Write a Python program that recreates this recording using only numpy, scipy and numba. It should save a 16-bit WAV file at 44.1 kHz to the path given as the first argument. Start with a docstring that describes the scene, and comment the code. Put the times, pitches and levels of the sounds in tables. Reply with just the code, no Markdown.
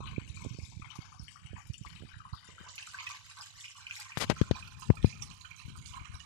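"""At a home fish tank, close to the glass, on a hand-held phone with two microphone ports.
Air bubbles burst at the surface: pops and splashes over a gurgle, trickle and fizz; an air pump drones
faintly. Fingers cover the right port until about 2.7 s and the left from about 4.3 s. The covered
side loses the water and hears skin thump, rub and rumble. The phone cuts the bass, flattens the
loudest thumps and turns down quiet bands."""
import sys
import numpy as np
from scipy import signal
from scipy.io import wavfile
from scipy.ndimage import uniform_filter1d
from numba import njit

SR = 44100
rng = np.random.default_rng(int(sys.argv[2]) if len(sys.argv) > 2 else 0)


def generate_wav(signal):
    """Clip the signal to [-1, 1] and save it as 16-bit WAV at the path in sys.argv[1]."""
    frames = np.transpose(np.atleast_2d(signal))
    scaled = np.clip(frames, -1, 1) * 32767
    pcm = np.round(scaled).astype(np.int16)
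    wavfile.write(sys.argv[1], SR, pcm)


N = 275625

# Crowds of large, middle and tiny bubbles: t/s, gurgle level/dB, trickle level/dB, fizz level/dB
CROWD_LEVELS = [(0, -50, -52.5, -53.5), (.25, -62.5, -58, -57), (.34, -66, -56.5, -55.5),
                (.4, -57, -51, -53), (.55, -59, -55, -53), (.76, -70.5, -58.5, -56), (.88, -58, -55, -56),
                (.97, -53, -58, -54.5), (1.02, -49, -56, -57.5), (1.2, -61, -62, -56),
                (1.3, -59, -61.5, -53), (1.45, -56, -54.5, -58), (1.58, -55.5, -56.5, -54),
                (1.76, -77, -65, -60), (1.95, -59, -58, -57.5), (2.4, -62.5, -56.5, -56),
                (2.65, -59.5, -54.5, -56.5), (2.74, -63, -57, -60.5), (2.83, -58.5, -57.5, -55),
                (3.04, -58.5, -57.5, -57.5), (3.12, -55, -55.5, -55.5), (3.25, -64, -59, -58),
                (3.4, -54.5, -55, -58.5), (3.5, -62.5, -55.5, -57.5), (3.58, -64, -57.5, -57.5),
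                (3.7, -62, -61.5, -54.5), (3.83, -58.5, -55.5, -56.5), (3.93, -57, -62.5, -52.5),
                (4.0, -55, -56.5, -59), (4.12, -59, -56.5, -57.5), (4.4, -55.5, -56, -55),
                (4.6, -59, -56.5, -54.5), (4.95, -61, -59, -59), (5.2, -57, -56, -55.5),
                (5.4, -58.5, -62.5, -58), (5.65, -59.5, -55.5, -57), (5.9, -58.5, -56, -57),
                (6.05, -56, -54, -57.5), (6.25, -56.5, -61, -54.5)]
# Pitches that each crowd favours: f/Hz, width/Hz, level/dB
GURGLE_PITCHES = [(851, 91, -12), (1089, 133, -1), (1340, 36, -45), (1508, 137, -5)]
TRICKLE_PITCHES = [(2301, 450, 0), (2604, 472, -3.5), (2948, 98, -4), (3380, 680, -4.5)]
FIZZ_PITCHES = [(4153, 1085, 7.5), (5643, 694, 5), (6875, 1120, 9.5), (8940, 2200, -1), (11070, 1500, -7.5)]
# What gets past the finger at each port: t/s, gain/dB, low-pass f/Hz
LEFT_LEAK = [(0, 3.5, 13500), (2.299, 5, 13600), (2.75, 5, 13700), (4.3, 4.5, 15400), (4.5, -1.5, 9500),
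             (4.68, -1, 5960), (4.8, 2, 1680), (5.25, -3.5, 1860), (5.35, 2, 1580), (6.25, 0.5, 1430)]
RIGHT_LEAK = [(0, -48, 1500), (2.05, -9, 1430), (2.16, -4, 1360), (2.4, 1, 2300), (2.649, 6, 4060),
              (2.759, 6, 18500), (6.25, 6, 17000)]
# Rumble of the restless grip: t/s, left level/dB, right level/dB
GRIP_LEVELS = [(0, -43, -39.5), (.25, -64, -39), (.65, -69, -45), (.9, -68, -53), (1.4, -61, -54),
               (2.0, -63.5, -50), (2.45, -72, -56), (2.65, -62, -60.5), (2.8, -66, -60.5),
               (4.12, -100, -61.5), (4.22, -44, -45.5), (4.45, -44.5, -47), (4.62, -46, -59),
               (4.8, -46, -63), (4.87, -39.5, -61), (5.0, -45.5, -53), (5.2, -44, -54), (5.5, -54, -75),
               (5.78, -44, -48), (6.25, -54, -61)]
# Pressure pulses of finger thumps, sometimes several per knock:
# t/s, level/dB, nominal length/ms, polarity +1 or -1, port 0 left 1 right
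THUMP_PULSES = [(0.0058, -29.5, 0.89, -1, 1), (0.084, -37, 4.7, -1, 1), (0.182, -17, 1.6, 1, 1),
                (0.248, -41, 7.8, 1, 1), (0.2812, -38, 2.7, -1, 1), (0.301, -26, 6.4, 1, 1),
                (0.4498, -28.5, 0.97, 1, 1), (0.4621, -26, 1.45, -1, 1), (0.468, -25, 2.5, 1, 1),
                (0.5105, -27, 4.1, 1, 1), (0.548, -36, 1.9, -1, 1), (0.588, -29.5, 1.34, -1, 1),
                (0.592, -34, 5.5, 1, 1), (0.631, -27, 7.7, 1, 1), (0.77, -30.5, 4.3, 1, 1),
                (0.7977, -33.5, 2.5, 1, 1), (0.821, -32.5, 7.3, 1, 1), (0.9891, -28.5, 2.24, -1, 1),
                (1.199, -33, 3.05, 1, 1), (1.2218, -28.5, 8.3, -1, 1), (1.451, -33, 4.7, -1, 1),
                (1.508, -35, 5.1, -1, 1), (1.533, -32, 1.2, 1, 1), (1.541, -28.5, 6.1, -1, 1),
                (1.7012, -23.5, 4.5, 1, 1), (1.813, -30.5, 3.14, 1, 1), (1.863, -31, 7.6, -1, 1),
                (2.007, -37.5, 2.1, 1, 1), (2.024, -33.5, 1.33, -1, 1), (2.036, -34.5, 1.3, -1, 1),
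                (2.05, -34.5, 2.2, -1, 1), (2.135, -36.5, 8.7, -1, 1), (2.165, -39, 4.8, 1, 1),
                (2.331, -23.5, 4.9, -1, 1), (2.489, -39, 1.35, -1, 1), (2.497, -46, 1.5, 1, 1),
                (2.604, -42.5, 1.9, 1, 0), (2.611, -37, 1.76, -1, 0), (4.1727, -11.5, 0.26, 1, 0),
                (4.294, -28, 4.3, 1, 0), (4.2995, -6, 0.83, 1, 0), (4.415, -5.5, 1.63, -1, 0),
                (4.512, -6.5, 1.13, -1, 0), (4.894, -18.5, 3.6, -1, 0), (4.9, -20, 2.4, 1, 0),
                (4.9027, -1, 1.45, -1, 0), (5.002, -24, 11.6, 1, 0), (5.039, -15, 8.7, 1, 0),
                (5.046, -3, 1.82, -1, 0), (5.654, -30, 5.9, -1, 0), (5.6819, -33, 2.4, -1, 0),
                (5.7022, -36, 2.4, -1, 0), (5.905, -35, 6.5, 1, 0), (5.9884, -37.5, 6.6, -1, 0),
                (6.011, -32, 6.1, -1, 0), (6.0972, -32.5, 5.2, 1, 0), (6.1412, -27, 9, 1, 0)]
# Splashes of fine droplets: t/s, level/dB, nominal f/Hz, length/s
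DROPLET_SPLASHES = [(0.057, -29.5, 2930, 0.024), (0.15, -60, 2500, 0.043), (0.268, -34.5, 6700, 0.034),
                    (0.3571, -37, 6550, 0.046), (0.49, -58, 2960, 0.016), (0.649, -31, 6340, 0.027),
                    (0.919, -36, 3000, 0.0052), (0.954, -31, 8000, 0.018), (1.204, -41, 5660, 0.049),
                    (1.235, -33, 8900, 0.013), (1.282, -36, 3060, 0.037), (1.672, -31, 9500, 0.017),
                    (1.735, -30, 5000, 0.025), (1.862, -28, 2640, 0.029), (1.885, -35, 8000, 0.027),
                    (1.953, -33, 4500, 0.043), (2.088, -82, 2720, 0.02), (2.346, -48, 4470, 0.024),
                    (2.38, -54, 6000, 0.015), (2.73, -33, 4040, 0.05), (2.756, -27.5, 7600, 0.008),
                    (2.871, -47, 7240, 0.013), (2.934, -33.5, 7100, 0.026), (3.003, -44, 2800, 0.056),
                    (3.091, -29, 5970, 0.03), (3.134, -35, 2700, 0.015), (3.293, -38, 4420, 0.03),
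                    (3.374, -42, 4230, 0.016), (3.387, -31.5, 4330, 0.034), (3.4575, -34, 7040, 0.019),
                    (3.6, -52, 7060, 0.03), (3.6531, -35, 2940, 0.028), (3.858, -64, 2720, 0.061),
                    (3.954, -25, 4500, 0.043), (4.0, -24, 7300, 0.056), (4.01, -62, 6010, 0.014),
                    (4.656, -57, 2510, 0.065), (4.796, -27, 6700, 0.03), (4.955, -29, 5700, 0.012),
                    (5.028, -25.5, 3000, 0.0098), (5.058, -26, 5550, 0.01), (5.23, -40, 6100, 0.014),
                    (5.34, -34, 6980, 0.045), (5.423, -58, 4290, 0.03), (5.557, -43, 7400, 0.038),
                    (5.663, -39, 6640, 0.0094), (5.763, -32, 6600, 0.063), (5.848, -43, 4370, 0.055),
                    (5.882, -80, 7000, 0.02), (6.15, -44.5, 6700, 0.026)]
# Clear single bursts: t/s, level/dB, f/Hz, time scale of the ring and its swarm/s
BUBBLE_POPS = [(0.071, -38, 3900, 0.025), (0.075, -43, 1290, 0.059), (0.073, -26.5, 2850, 0.035),
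               (0.161, -29.5, 2370, 0.03), (0.196, -31, 1170, 0.023), (0.214, -36, 2950, 0.08),
               (0.368, -42.5, 2370, 0.14), (0.372, -33, 1270, 0.034), (0.395, -39, 1080, 0.044),
               (0.501, -38, 2880, 0.049), (0.72, -37, 860, 0.05), (0.817, -44, 2410, 0.12),
               (0.82, -32, 1190, 0.033), (0.843, -34, 1060, 0.029), (0.845, -33.5, 2170, 0.029),
               (0.903, -32, 2960, 0.052), (0.93, -42, 1300, 0.073), (1.004, -35.5, 2150, 0.022),
               (0.276, -36.5, 2790, 0.066), (1.194, -35, 5380, 0.044), (1.281, -32, 2940, 0.03),
               (1.281, -32, 2070, 0.034), (1.357, -33.5, 1210, 0.036), (1.46, -39, 2240, 0.045),
               (1.559, -36, 2480, 0.045), (1.562, -34.5, 990, 0.096), (1.565, -39.5, 1680, 0.06),
               (1.603, -36, 2030, 0.027), (1.741, -30, 2780, 0.029), (1.78, -34, 7140, 0.02),
               (1.848, -30, 1035, 0.036), (1.87, -35.5, 2150, 0.057), (1.961, -31.5, 2620, 0.026),
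               (2.09, -36, 2350, 0.03), (2.14, -37.5, 1600, 0.037), (2.144, -33, 1140, 0.016),
               (2.202, -34.5, 1280, 0.058), (2.25, -32.5, 1066, 0.082), (2.331, -33.5, 4200, 0.029),
               (2.333, -28.5, 1100, 0.026), (2.364, -49.5, 4490, 0.48), (2.444, -42.5, 1400, 0.047),
               (2.581, -35.5, 1320, 0.062), (2.612, -41, 1110, 0.04), (2.663, -37, 990, 0.045),
               (2.687, -33.5, 3920, 0.012), (2.761, -64, 6560, 0.011), (2.78, -27.5, 2530, 0.024),
               (2.826, -30, 2680, 0.03), (2.869, -36.5, 7200, 0.03), (2.873, -37.5, 1330, 0.038),
               (2.943, -34, 1570, 0.078), (2.984, -43.5, 1100, 0.21), (2.987, -26, 2340, 0.034),
               (2.992, -38, 4380, 0.042), (3.068, -27.5, 2530, 0.079), (3.1, -38, 1160, 0.07),
               (3.17, -51, 1070, 0.055), (3.298, -37, 2550, 0.041), (3.397, -34.5, 973, 0.024),
               (3.41, -30, 4830, 0.019), (3.461, -41.5, 7000, 0.017), (3.603, -37.5, 7150, 0.025),
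               (3.643, -28.5, 2370, 0.029), (3.653, -39, 2900, 0.049), (3.681, -32.5, 2730, 0.035),
               (3.752, -41.5, 1087, 0.08), (3.867, -28.5, 2580, 0.03), (3.909, -24, 2500, 0.039),
               (3.964, -30.5, 2300, 0.027), (3.971, -35, 5400, 0.023), (4.004, -37, 4700, 0.051),
               (4.119, -31, 2340, 0.032), (4.364, -40, 1284, 0.11), (4.55, -35, 2380, 0.048),
               (4.555, -29.5, 957, 0.05), (4.556, -41.5, 5830, 0.05), (4.625, -33, 2500, 0.061),
               (4.77, -43, 1090, 0.03), (4.822, -38, 2840, 0.054), (4.822, -28, 1200, 0.02),
               (4.873, -45.5, 2740, 0.11), (4.935, -35, 850, 0.056), (4.968, -39.5, 1300, 0.076),
               (4.971, -35, 2380, 0.045), (5.037, -39, 5600, 0.024), (5.127, -34, 2450, 0.04),
               (5.22, -32.5, 3040, 0.01), (5.223, -22, 5620, 0.028), (5.312, -33.5, 2880, 0.023),
               (5.412, -35, 3960, 0.011), (5.445, -38.5, 1500, 0.087), (5.452, -35.5, 3000, 0.07),
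               (5.512, -33.5, 2350, 0.049), (5.564, -33.5, 6250, 0.01), (5.599, -35.5, 2640, 0.047),
               (5.753, -33, 1200, 0.021), (5.859, -28, 4500, 0.011), (5.936, -43, 2980, 0.04),
               (5.94, -39.5, 1075, 0.15), (6.066, -43, 2040, 0.065), (6.153, -37, 5540, 0.035),
               (6.202, -39, 2920, 0.081)]
# A finger slides off the right port: t/s, level/dB
SLIDE_LEVELS = [(0, -93), (2.46, -92), (2.5, -67.5), (2.6, -65), (2.7, -61), (2.76, -71), (3.1, -86),
                (6.25, -88)]
# Skin drags across the left port: t/s, length/s, level/dB, low-pass start f/Hz, end f/Hz
RUB_STROKES = [(4.171, 0.027, -31, 5770, 15000), (4.196, 0.06, -21.5, 6030, 3500),
               (4.295, 0.035, -19, 3800, 790)]

WAKE_DB, WAKE_FADE_S, CALM_GAIN = 25, 0.037, 0.67  # a burst's stir, its fading, the unstirred crowd
PORT_LAG_SAMPLES, PORT_SPREAD_S = 19, .00015
SCATTER_T60_S, ECHO_TAILS = .1, 6
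PUMP_HZ, PUMP_DB = 100, (-73.5, -57.5)  # left, right
STIR_DB, STIR_SLOPE, STIR_FADE_S = -27, 0.72, 0.027  # rumble after a thump; slope in dB per dB of push
FAR_PORT_DB = -27.5  # handling noise that crosses to the other port
BASS_CUT_HZ, TOP_CUT_HZ, CEILING = 64.8, 13600, .49
HISS_DB, HISS_CORNER_HZ = -70.5, 1480


def undb(db):
    """Decibels to gain."""
    return 10 ** (np.asarray(db) / 20)


def curves(table):
    """Every column after the first, drawn over all samples."""
    s, *columns = np.transpose(table)
    return [np.interp(np.arange(N) / SR, s, c) for c in columns]


def unit(x):
    """Scale to rms 1."""
    return x / np.sqrt(np.mean(x ** 2))


def butter(x, order, hz, kind="low"):
    """Butterworth filter."""
    return signal.sosfilt(signal.butter(order, hz, kind, fs=SR, output="sos"), x)


def linger(kicks, fade_s):
    """Each kick dies away exponentially."""
    return signal.lfilter([1], [1, -np.exp(-1 / (fade_s * SR))], kicks)


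def jolting_noise(spread_db, hold):
    """Noise whose level jumps every `hold` samples."""
    noise = rng.standard_normal(N)
    return noise * undb(spread_db * np.repeat(rng.standard_normal(N // hold + 1), hold)[:N])


@njit
def lowpass(x, hz, damping):
    """State-variable low-pass whose corner moves."""
    y, band, low = np.empty(len(x)), 0., 0.
    for i in range(len(x)):
        g = np.tan(np.pi * hz[i] / SR)
        v = (band + g * (x[i] - low)) / (1 + g * (g + damping))
        y[i] = low + g * v
        band, low = 2 * v - band, low + 2 * g * v
    return y


@njit
def rings(s, hz, t60, size, glide):
    """Bubbles: decaying sines whose pitch rises by the share `glide` over the ring."""
    out = np.zeros(N)
    for k in range(len(s)):
        start, length = int(s[k] * SR), int(t60[k] * SR)
        fade, phase, gain = np.exp(-np.log(1000.) / length), 0., size[k]
        rise = SR / hz[k] + length / 10  # swells over one cycle and a tenth of the ring
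        for i in range(min(length, N - start)):
            phase += 2 * np.pi * hz[k] * (1 + glide * i / length) / SR
            out[start + i] += gain * np.sin(phase) * min(i / rise, 1.)
            gain *= fade
    return out


def crowd(pitches, gush_db, count, cycles, scatter_db, patchy_db):
    """Random bubbles ring near the favoured pitches, each size in its own spells; two ports, rms 1."""
    hz, width, db = np.transpose(pitches)
    when, pick, detune, big = rng.random((count, 4)).T
    k = (pick * len(hz)).astype(int)
    pitch = np.clip(hz[k] + width[k] * np.tan(2.745 * (detune - .5)) / 2, 500, 16000)
    spell_db = patchy_db * rng.standard_normal((len(hz), 64))[k, (when * 64).astype(int)]
    bunch_db = gush_db[(when * len(gush_db)).astype(int)]
    size = undb(db[k] + bunch_db + spell_db - scatter_db * np.log(1.02 - big))
    # bubbles lie all over the surface, so each reaches the two ports with its own lag
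    lag = PORT_SPREAD_S * rng.random(count)
    return unit(np.array([rings(when * N / SR + late, pitch, cycles / pitch, size, glide=0.043)
                          for late in (lag, PORT_SPREAD_S - lag)]))


def wake(low_hz, high_hz):
    """Gain of a crowd: each pop or splash in its band stirs up bubbles of like size for a moment."""
    s, db, hz, _ = np.transpose(BUBBLE_POPS + DROPLET_SPLASHES)
    in_band = (hz >= low_hz) & (hz < high_hz)
    kicks = np.zeros(N)
    np.add.at(kicks, (s * SR).astype(int), np.minimum(undb(db + WAKE_DB), 1) * in_band)
    return CALM_GAIN + linger(kicks, WAKE_FADE_S)


def glass(x, wet_db=-0.5):
    """Glass and walls scatter the sound in short, shifting echoes."""
    t = np.arange(int(SCATTER_T60_S * SR)) / SR
    tail_index, out = np.linspace(0, ECHO_TAILS - 1, N), 0
    envelope = np.exp(-np.log(1000) * t / SCATTER_T60_S) * np.minimum(t / 0.00041, 1)
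    for k in range(ECHO_TAILS):
        echo = rng.standard_normal(len(t)) * envelope
        echo *= undb(wet_db) / np.linalg.norm(echo)
        echo[0] = 1  # direct sound
        crossfade = np.sqrt(np.clip(1 - abs(tail_index - k), 0, 1))
        out = out + signal.fftconvolve(x * crossfade, echo / np.linalg.norm(echo))[:N]
    return out


def water():
    """All bubbles as they reach the two ports, opposite in sign and a little apart in time."""
    gurgle_db, trickle_db, fizz_db = curves(CROWD_LEVELS)
    bursts = pops() + splashes()
    gush_db = np.clip(2.5 * rng.standard_normal(N // 600), -8, 4)  # all sizes arrive in bunches
    gurgle = crowd(GURGLE_PITCHES, gush_db, count=5000, cycles=22., scatter_db=2.0, patchy_db=2.0)
    trickle = crowd(TRICKLE_PITCHES, gush_db, count=7000, cycles=28., scatter_db=2.0, patchy_db=1.5)
    fizz = crowd(FIZZ_PITCHES, gush_db, count=16000, cycles=24., scatter_db=2.8, patchy_db=1.6)
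    bubbles = bursts + undb(gurgle_db) * wake(0, 1800) * gurgle
    bubbles += undb(trickle_db) * wake(1800, 3600) * trickle
    bubbles += undb(fizz_db) * wake(3600, 16000) * fizz
    left, right = butter(bubbles, 4, 800, "high")  # no bubble is large enough to sound in the bass
    return glass(np.roll(left, PORT_LAG_SAMPLES)), glass(-right)


def cover(x, leak):
    """Skin over the port dulls and weakens what comes through the air."""
    gain_db, hz = curves(leak)
    hz = np.clip(hz, 200, .45 * SR)
    return undb(gain_db) * lowpass(lowpass(x, hz, 1.27), hz, 1.27)


def pump():
    """The air pump drones at twice the mains frequency, wavering; opposite in sign at the two ports."""
    waver = unit(uniform_filter1d(uniform_filter1d(rng.standard_normal(N), 1500), 1500))
    drone = np.sin(2 * np.pi * PUMP_HZ * np.arange(N) / SR) * (1 + .22 * waver)
    return np.outer(undb(PUMP_DB) * [-1, 1], drone)


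def rumble():
    """Low unsteady pressure from skin near each port, unrelated left and right; thumps swell it."""
    s, push_db, _, _, port = np.transpose(THUMP_PULSES)
    kicks = np.zeros((2, N))
    kicks[port.astype(int), (s * SR).astype(int)] = undb(STIR_SLOPE * push_db + STIR_DB)
    stir = linger(kicks, STIR_FADE_S)
    stir = stir + undb(FAR_PORT_DB) * stir[::-1]
    out = []
    for gain in np.hypot(undb(curves(GRIP_LEVELS)), stir):
        jolts = jolting_noise(spread_db=3.46, hold=1024)
        low, edge = unit(butter(jolts, 3, 130)), unit(butter(jolts, 4, 350))
        out.append(gain * low + gain ** 3.1 * undb(-19.0) * edge)
    return np.array(out)


def thumps():
    """Trapped air pushes the diaphragm, which swings on; skin cracks on hard pushes and settles after."""
    push, crack, settle = np.zeros((3, 2, N + SR))
    t = np.arange(SR // 5) / SR
    crack_shape = np.exp(-t / 0.0034) * np.minimum(t / 0.00099, 1)
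    for s, db, ms, polarity, port in THUMP_PULSES:
        n, port = int(1.74 * ms * SR / 1000), int(port)
        start = max(int(s * SR) - n // 2, 0)
        push[port, start:start + n] += undb(db) * polarity * np.hanning(n)
        crack[port, start:start + len(t)] += undb(2.18 * db - 7.1 * ms + 7.5) * crack_shape
        settle[port, start:start + len(t)] += undb(db - 7.7 * ms - 35.0) * np.exp(-t / 0.18)
    swing = butter(push, 1, [85, 165], "band")
    crack = butter(crack * rng.standard_normal(crack.shape), 2, [600, 4500], "band")[:, :N]
    settle = butter(settle * rng.standard_normal(settle.shape), 3, [200, 700], "band")
    out = (push + 0.92 * swing + settle)[:, :N]
    # most of the crack comes through the skin that covers the port
    for port, leak in enumerate((LEFT_LEAK, RIGHT_LEAK)):
        skin_hz = np.clip(1.11 * curves(leak)[1], 200, .45 * SR)
        out[port] += 0.056 * crack[port] + lowpass(crack[port], skin_hz, 2.6)
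    return out


def splashes(count=40, cycles=5.8):
    """Each splash is a quick volley of briefly ringing droplets, wide in pitch, thinning out."""
    s, db, hz, length = np.transpose(DROPLET_SPLASHES)[:, :, None]
    late, wide = np.moveaxis(rng.random((len(s), count, 2)), 2, 0)
    drop_hz = np.clip(hz * 2.5 ** (wide - .35), 900, 13000).ravel()
    when = s + length * late ** 2.4
    size = undb(db - 3 - 23.5 * late)
    return rings(when.ravel(), drop_hz, cycles / drop_hz, size.ravel(), glide=0.054)


def pops(count=20):
    """Each burst is one bubble, a swarm of short neighbours of near pitch, and a spray of droplets."""
    s, db, hz, span = np.transpose(BUBBLE_POPS)
    bubble = rings(s, hz, .3 * span, undb(db), glide=.05)
    late, detune, wide = rng.random((3, len(s), count))
    fading_db = (db[:, None] - 16 * late).ravel()
    swarm_s = (s[:, None] + 0.43 * late * span[:, None]).ravel()
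    swarm_hz = (hz[:, None] * (1 + 0.33 * (detune - .5))).ravel()
    swarm = rings(swarm_s, swarm_hz, 17.5 / swarm_hz, undb(fading_db - 12.0), glide=0.19)
    spray_s = (s[:, None] + 0.015 * late ** 2).ravel()
    spray_hz = np.clip(hz[:, None] * 10.0 ** (wide - .35), 800, 12000).ravel()
    spray = rings(spray_s, spray_hz, 13.6 / spray_hz, undb(fading_db - 19.0), glide=0.058)
    return bubble + swarm + spray


def slide():
    """Skin slides off the right port with a soft low rustle."""
    rustle = unit(butter(jolting_noise(spread_db=3.4, hold=256), 2, [250, 750], "band"))
    return np.outer([undb(FAR_PORT_DB), 1], undb(curves(SLIDE_LEVELS)[0]) * rustle)


def rub(attack_share=0.27, release_share=0.26, sag_db=-7.5):
    """Skin sticks and slips on the left port: uneven clicks that weaken as the finger slows."""
    t, out = np.arange(N) / SR, 0
    slips = unit(rng.standard_normal(N) * undb(-2.5 * np.log(1 - rng.random(N))))
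    for s, length, db, start_hz, end_hz in RUB_STROKES:
        along = np.clip((t - s) / length, 0, 1)
        hz = start_hz * (end_hz / start_hz) ** along
        shape = np.clip(np.minimum(along / attack_share, (1 - along) / release_share), 0, 1)
        friction = lowpass(slips, hz, 1.85) * np.sqrt(SR / 3 / hz)
        out = out + friction * shape * undb(db + sag_db * along)
    return out


def suppress(x, margin_db, floor_db, release):
    """Noise suppressor: bands near their usual level are turned down; they open at once, close slowly."""
    hz, _, spectrum = signal.stft(x, SR, nperseg=512)
    power = uniform_filter1d(abs(spectrum) ** 2, size=4, axis=1)
    power = uniform_filter1d(power, size=3, axis=2)
    quiet = np.median(power.max(axis=0), axis=1) * undb(2 * margin_db) * (hz > 220)
    gain = np.clip(1 - quiet[:, None] / (power + 1e-18), undb(floor_db), 1)
    for k in range(1, gain.shape[2]):
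        gain[..., k] = np.maximum(gain[..., k], release * gain[..., k - 1])
    return signal.istft(spectrum * gain, SR, nperseg=512)[1][:, :N]


def scene():
    """At the microphones: water through the covered or open ports, handling noise and the pump."""
    left, right = water()
    ports = np.array([cover(left, LEFT_LEAK) + rub(), cover(right, RIGHT_LEAK)])
    return ports + thumps() + rumble() + slide() + pump()


def record(dry):
    """The phone: a bass cut that makes thumps ring, soft clipping, suppressor, faint hiss, top cut."""
    x = butter(dry, 3, BASS_CUT_HZ, "high")
    x = x / (1 + (x / CEILING) ** 6) ** (1 / 6)
    x = suppress(x, margin_db=0.35, floor_db=-15.0, release=0.98)
    hiss = undb(HISS_DB) * butter(rng.standard_normal(dry.shape), 1, HISS_CORNER_HZ)
    return signal.sosfilt(signal.ellip(10, .2, 70, TOP_CUT_HZ, fs=SR, output="sos"), x + hiss)


dry = scene()
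out = record(dry)
generate_wav(out)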